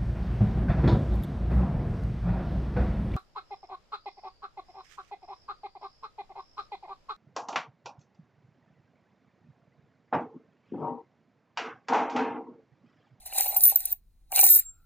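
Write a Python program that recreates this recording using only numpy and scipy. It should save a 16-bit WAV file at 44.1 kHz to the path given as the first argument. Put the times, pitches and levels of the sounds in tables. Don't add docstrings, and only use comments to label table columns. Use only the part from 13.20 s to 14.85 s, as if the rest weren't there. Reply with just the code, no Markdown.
import sys
import numpy as np
from scipy import signal
from scipy.fft import rfft, irfft
from scipy.io import wavfile
from scipy.ndimage import uniform_filter1d

SR = 44100
rng = np.random.default_rng(int(sys.argv[2]) if len(sys.argv) > 2 else 0)


def log_audio(samples):
    frames = np.atleast_2d(samples).T
    limited = np.clip(frames, -1, 1)
    pcm = np.round(limited * 32767).astype(np.int16)
    wavfile.write(sys.argv[1], SR, pcm)


N = 72765
TIME_S = np.arange(N) / SR
OPPOSITE = np.array([[1], [-1]])


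def undb(db):
    return 10 ** (np.asarray(db) / 20)


def unit(x):
    return x / np.sqrt(np.mean(x ** 2))


def colour(x, table):
    pitch_hz, level_db = np.array(table).T
    bins_hz = np.fft.rfftfreq(N, 1 / SR) + 1
    curve_db = np.interp(np.log(bins_hz), np.log(pitch_hz), level_db, left=-60, right=-60)
    return irfft(rfft(x) * undb(curve_db), N)


def fade(seconds, t60_s):
    return undb(-60 * seconds / t60_s)


def ring(x, hz, t60_s):
    pole = np.exp(2j * np.pi * hz / SR - np.log(1000) / (t60_s * SR))
    return signal.lfilter([1], [1, -pole], x).imag


# (per Hz, before the overall room level)
ROOM_COLOUR = [(12, -37), (20, 2.5), (36, -1), (77, -13.5), (222, -28.5), (367, -36), (410, -40),
               (2750, -52.5), (8650, -55), (16000, -56.5)]
ROOM_DB, ROOM_SIDE_DB = -59, -18
THUMP_S, THUMP_SPREAD_S, THUMP_HZ, THUMP_DB = 1.34, .04, 95, -51
HUSH_START_S, HUSH_HZ, HUSH_WIDTH_HZ, HUSH_DB = 1.42, 1370, 220, -77


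def room():
    mid, side = (unit(colour(rng.standard_normal(N), ROOM_COLOUR)) for _ in range(2))
    noise = undb(ROOM_DB) * (mid + undb(ROOM_SIDE_DB) * side * OPPOSITE)
    swell = np.exp(-((TIME_S - THUMP_S) / THUMP_SPREAD_S) ** 2)
    thump = undb(THUMP_DB) * swell * np.sin(2 * np.pi * THUMP_HZ * TIME_S)
    band = [(HUSH_HZ - HUSH_WIDTH_HZ, -20), (HUSH_HZ, 0), (HUSH_HZ + HUSH_WIDTH_HZ, -20)]
    hush = undb(HUSH_DB) * unit(colour(rng.standard_normal(N), band)) * (TIME_S > HUSH_START_S)
    return noise + thump + hush


# pitch_hz, difference_radians
PHASE_STEPS = [(0, 0), (500, -.35), (2200, .05), (2600, .4), (5000, 3.14), (5800, 3.2), (7700, 6.25),
               (8800, 6.35), (11200, 9.35), (12200, 9.5), (14300, 12.5), (17000, 12.57)]


def stereo(x):
    difference = np.interp(np.fft.rfftfreq(N, 1 / SR), *np.array(PHASE_STEPS).T)
    return irfft(rfft(x) * np.exp(.5j * np.array([difference, -difference])), N)


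STRENGTH_MEAN_DB, HARDEST_DB = 2.5, 8


def strengths():
    return undb(np.minimum(STRENGTH_MEAN_DB * rng.exponential(size=N), HARDEST_DB))


CONTACTS_PER_S, SMEAR_T60_S, SMEAR_DB = 2500, 0.024, 9.5


def contacts():
    struck = rng.random(N) < CONTACTS_PER_S / SR
    clicks = struck * rng.choice([-1, 1], N) * strengths()
    tail_s = np.arange(SR // 10) / SR
    tail = rng.standard_normal(len(tail_s)) * fade(tail_s, SMEAR_T60_S)
    tail *= undb(SMEAR_DB) / np.sqrt(np.sum(tail ** 2))
    return unit(clicks + signal.fftconvolve(clicks, tail)[:N])


PINGS_PER_S = 790


def pings(span_hz, t60_s, table):
    clicks = (rng.random(N) < PINGS_PER_S / SR) * strengths()
    modes_hz = np.linspace(*span_hz, num=70) + 40 * rng.standard_normal(70)
    which = rng.integers(0, len(modes_hz), N)
    rung = sum(ring(clicks * (which == k), hz, t60_s) for k, hz in enumerate(modes_hz))
    return unit(colour(rung, table))


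def jingle(x):
    modes_hz = np.linspace(13800, 15250, num=16) + 50 * rng.standard_normal(16)
    rung = sum(ring(x * rng.standard_normal(N), hz, t60_s=.035) for hz in modes_hz)
    low_pass = signal.cheby1(8, 1, 15500, fs=SR, output="sos")
    return signal.sosfilt(low_pass, rung)


# time_s, level_db
TUMBLE = [(0, -66.5), (.15, -51.5), (.36, -44), (.42, -58), (.74, -66.5), (.8, -121), (1.09, -87),
          (1.12, -41.5), (1.27, -55), (1.31, -81.5), (1.47, -89)]
# pitch_hz, level_db, t60_s (time to fade by 60 dB)
HOLLOW = [(783, -2, 0.047), (715, -19, 0.01), (899, -17.5, 0.05), (517, -14, 0.029), (1510, -7, 0.0046),
          (2330, -10.5, 0.048), (2818, -4.5, 0.014), (4244, -12, 0.0095)]


def tumble(body):
    rung = unit(sum(undb(db) * ring(body, hz, t60_s) for hz, db, t60_s in HOLLOW[:4]))
    return undb(np.interp(TIME_S, *np.array(TUMBLE).T)) * rung


# time_s, bright_db, jingle_db (many modes), dull_db
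RATTLE = [(0, -60.5, -77, -64), (0.051, -59.5, -76, -66.5), (0.061, -40, -45, -51.5), (.1, -54.5, -61, -56),
          (0.152, -39, -42, -48), (0.186, -29, -33, -37), (.24, -35, -30, -42.5), (.3, -40.5, -40, -48),
          (.4, -42, -39, -55.5), (0.446, -31, -17, -50), (0.517, -36.5, -44, -45.5),
          (0.547, -45, -40, -54.5), (.62, -46, -64, -54.5), (0.731, -45, -33, -56),
          (0.752, -65.5, -49.5, -72.5), (.81, -89, -85, -92), (1.079, -85, -100, -86),
          (1.111, -63.5, -70.5, -72), (1.119, -46.5, -39.5, -63), (1.164, -28.5, -25.5, -32.5),
          (1.2, -28, -24, -39), (1.249, -23.5, -14.5, -39.5), (1.35, -25, -41.5, -48.5),
          (1.398, -31.5, -23.5, -48.5), (1.414, -46, -50, -58), (1.493, -85, -81, -86.5)]
# pitch_hz, level_db (per Hz)
BRIGHT = [(3000, -41), (4000, -13), (6000, -1), (8000, -1.5), (10500, 8.5), (12500, 9), (15300, -9),
          (15900, -23.5)]
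# pitch_hz, level_db (per Hz)
DULL = [(300, -35), (550, -8.5), (1200, 0), (2500, 2), (3300, -6.5), (4200, 10), (5500, -18.5)]
# pitch_hz, level_db (per Hz)
APART = [(250, -28), (500, -12), (1500, -12), (3200, -32.5), (6500, -2.5), (9000, -27)]
APART_DB = -7.5
PING_HZ, PING_T60_S, PING_DB = (5826, 12940), 0.028, 0.5
CLINK_HZ, CLINK_T60_S, CLINK_DB = (1802, 5159), 0.041, -3


def rattle():
    times_s, *parts_db = np.array(RATTLE).T
    bright, modes, dull = (undb(np.interp(TIME_S, times_s, db)) for db in parts_db)
    touches = contacts()
    body = unit(colour(touches, DULL))
    edges = unit(colour(touches, BRIGHT)) + undb(PING_DB) * pings(PING_HZ, PING_T60_S, BRIGHT)
    apart = np.array([unit(colour(contacts(), APART)) for _ in range(2)])
    clinks, side_clinks = [pings(CLINK_HZ, CLINK_T60_S, DULL) for _ in range(2)]
    apart = apart + undb(-5) * side_clinks * OPPOSITE
    clinking_body = undb(-3.5) * body + undb(CLINK_DB) * clinks
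    shared = bright * edges + modes * unit(jingle(touches)) + dull * clinking_body + tumble(body)
    return stereo(shared) + undb(APART_DB) * dull * apart


KNOCK_PUSH_S, UPPER_FROM_HZ = 0.0029, 1200
KNOCK_SPREAD_DB = 2.2
KNOCK_DETUNE = .012
# start_s, level_db, upper_db (added to the upper modes of the hollow)
KNOCKS = [(0.059, -42.5, -33), (0.124, -32.5, 3), (0.156, -28, -21), (0.18, -25, -15), (0.2, -26, -8.5),
          (0.211, -27.5, -3.5), (0.258, -26.5, -8), (0.265, -28, -4), (0.305, -37, -24), (0.326, -35, -10),
          (0.337, -34.5, -14.5), (0.362, -24.5, -8), (0.521, -26, -30), (0.543, -37, -19),
          (1.1239, -25, -2), (1.173, -22.5, -7), (1.18, -27.5, 10), (1.191, -24, 11), (1.231, -20.5, -4.5),
          (1.262, -29, 1)]


def knocks():
    push, out = np.hanning(int(KNOCK_PUSH_S * SR)), np.zeros(N + SR)
    chance = rng.standard_normal((len(KNOCKS), len(HOLLOW), 2))
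    for (start_s, level_db, upper_db), draws in zip(KNOCKS, chance):
        for (hz, mode_db, t60_s), (level_draw, pitch_draw) in zip(HOLLOW, draws):
            hz = hz * (1 + KNOCK_DETUNE * pitch_draw)
            swell = push * np.cos(2 * np.pi * hz * np.arange(len(push)) / SR)
            rung = ring(np.pad(2 * swell / push.sum(), (0, SR // 10)), hz, t60_s)
            total_db = level_db + mode_db + upper_db * (hz > UPPER_FROM_HZ) + KNOCK_SPREAD_DB * level_draw
            out[int(start_s * SR):][:len(rung)] += undb(total_db) * rung
    return out[:N]


TICK_T60_S, SNAP_DB, TICK_JINGLE_DB, TICK_DULL_DB = 0.013, -17.5, -31.5, -21.5
# start_s, level_db (before the tick is coloured)
TICKS = [(0.0618, -41), (0.136, -31), (0.18, -25.5), (0.1845, -15), (0.2083, -14), (0.2627, -24.5),
         (0.3465, -26), (0.3645, -21), (0.3685, -20), (0.4075, -17.5), (0.4366, -9), (0.4534, -12),
         (0.4854, -30), (0.4993, -19), (0.5585, -16), (0.605, -24.5), (0.6553, -22.5), (0.717, -33.5),
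         (1.1196, -24.5), (1.1545, -20.5), (1.161, -10), (1.1915, -11.5), (1.2125, -8), (1.2405, -8.5),
         (1.2505, -15), (1.2655, -14), (1.2901, -12), (1.3023, -27), (1.3428, -18.5), (1.3497, -12),
         (1.3602, -14.5), (1.3901, -28.5)]


def ticks():
    snaps = np.zeros(N)
    for start_s, level_db in TICKS:
        snaps[int(start_s * SR)] += undb(level_db)
    chatter = signal.fftconvolve(snaps, fade(np.arange(SR // 20) / SR, TICK_T60_S))[:N]
    burst = chatter * rng.standard_normal(N) + undb(SNAP_DB) * snaps
    dull = undb(TICK_DULL_DB) * colour(burst, DULL)
    return colour(burst, BRIGHT) + dull + undb(TICK_JINGLE_DB) * jingle(snaps)


STOP_T60_S = 0.01
FLICKER_DB, FLICKER_PER_S = 2.5, 130
COIN_HZ = {"small": (14640, 14230), "wide": (10445, 10545), "middle": (13880, 14000),
           "thick": (13270, 14525), "big": (7452, 10820), "tiny": (15430, 15090)}
COINS = { "small": (0.19, [ (.206, 0.0034, 0.081, -44, -26.5), (.279, 0.00092, 0.037, -52, -21.5),
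         (.366, 0.00073, 0.021, -12, -35.5), (.414, 0.007, 0.045, -23, -48), (.436, .001, 0.0085, -22, -16),
         (.449, 0.0013, 0.0055, -14, -32), (.5588, 0.00054, 0.0036, -19, -5),
         (.566, 0.0012, 0.077, -24, -25.5), (.654, 0.00037, 0.0027, -21, -22.5),
         (.718, 0.0024, 0.0029, -20, -39), (.7243, 0.001, 0.0049, -17, -18),
         (1.173, 0.0011, 0.0039, -23.5, -28), (1.2405, 0.00098, .003, -13, -14.5),
         (1.25, 0.00082, 0.0018, -24, -21.5)]), "wide": (0.43, [ (.366, 0.0029, 0.093, -57.5, -26.5),
         (.406, 0.00076, 0.02, -34, -21), (.437, 0.0012, 0.011, -10.5, -39),
         (.454, 0.0013, 0.025, -22.5, -17.5), (.486, 0.0008, 0.032, -40.5, -25.5),
         (.654, 0.00078, 0.0075, -23.5, -62), (1.21, 0.00096, 0.074, -24, -36.5),
         (1.245, 0.0012, 0.014, -55, -18)]), "middle": (0.73, [ (.367, .001, 0.0059, -44, -19),
         (.453, .002, 0.044, -12.5, -17), (.497, .002, 0.021, -23.5, -29)]),
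         "thick": (0.46, [ (.125, 0.0026, 0.079, -41.5, -60), (1.193, 0.0022, .012, -18.5, -44.5),
         (1.205, 0.0036, 0.045, -52, -29), (1.292, 0.02, 0.063, -7.5, -27),
         (1.355, 0.0029, 0.015, -13, -40), (1.372, 0.002, 0.009, -17, -47.5),
         (1.388, 0.0013, .012, -17, -46.5)]), "big": (0.16, [ (1.197, 0.0012, 0.01, -34.5, -8.5),
         (1.303, 0.0016, 0.028, -27, -41), (1.395, 0.0044, 0.09, -34, -42.5), (1.44, 0.064, .2, -22, -92)]),
         "tiny": (.3, [(.449, .001, 0.0087, -31.5, -14.5), (1.265, 0.0011, 0.0021, -26, -10.5),
         (1.352, 0.0026, 0.015, -39.5, -21)]), }


def rings():
    out, step = np.zeros(N), int(SR / FLICKER_PER_S)
    for name, (t60_s, strikes) in COINS.items():
        stepped = np.repeat(rng.standard_normal(N // 100), step)[:N]
        brush = undb(FLICKER_DB * uniform_filter1d(stepped, step))
        for start_s, rise_s, free_s, *modes_db in strikes:
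            since_s = np.maximum(TIME_S - start_s, 0)
            swell = np.sin(np.pi / 2 * np.clip(since_s / rise_s, 0, 1)) ** 2
            stopped = fade(np.maximum(since_s - free_s, 0), STOP_T60_S)
            flicker = brush / brush[int((start_s + rise_s) * SR)]
            envelope = swell * fade(since_s, t60_s) * stopped * flicker
            for hz, db, phase in zip(COIN_HZ[name], modes_db, rng.random(2)):
                out += undb(db) * envelope * np.sin(2 * np.pi * (hz * since_s + phase))
    return out


def scene():
    return stereo(rings() + ticks() + knocks()) + rattle() + room()


def record(dry):
    return signal.sosfilt(signal.ellip(10, .2, 70, 16200, fs=SR, output="sos"), dry)


dry = scene()
out = record(dry)
log_audio(out)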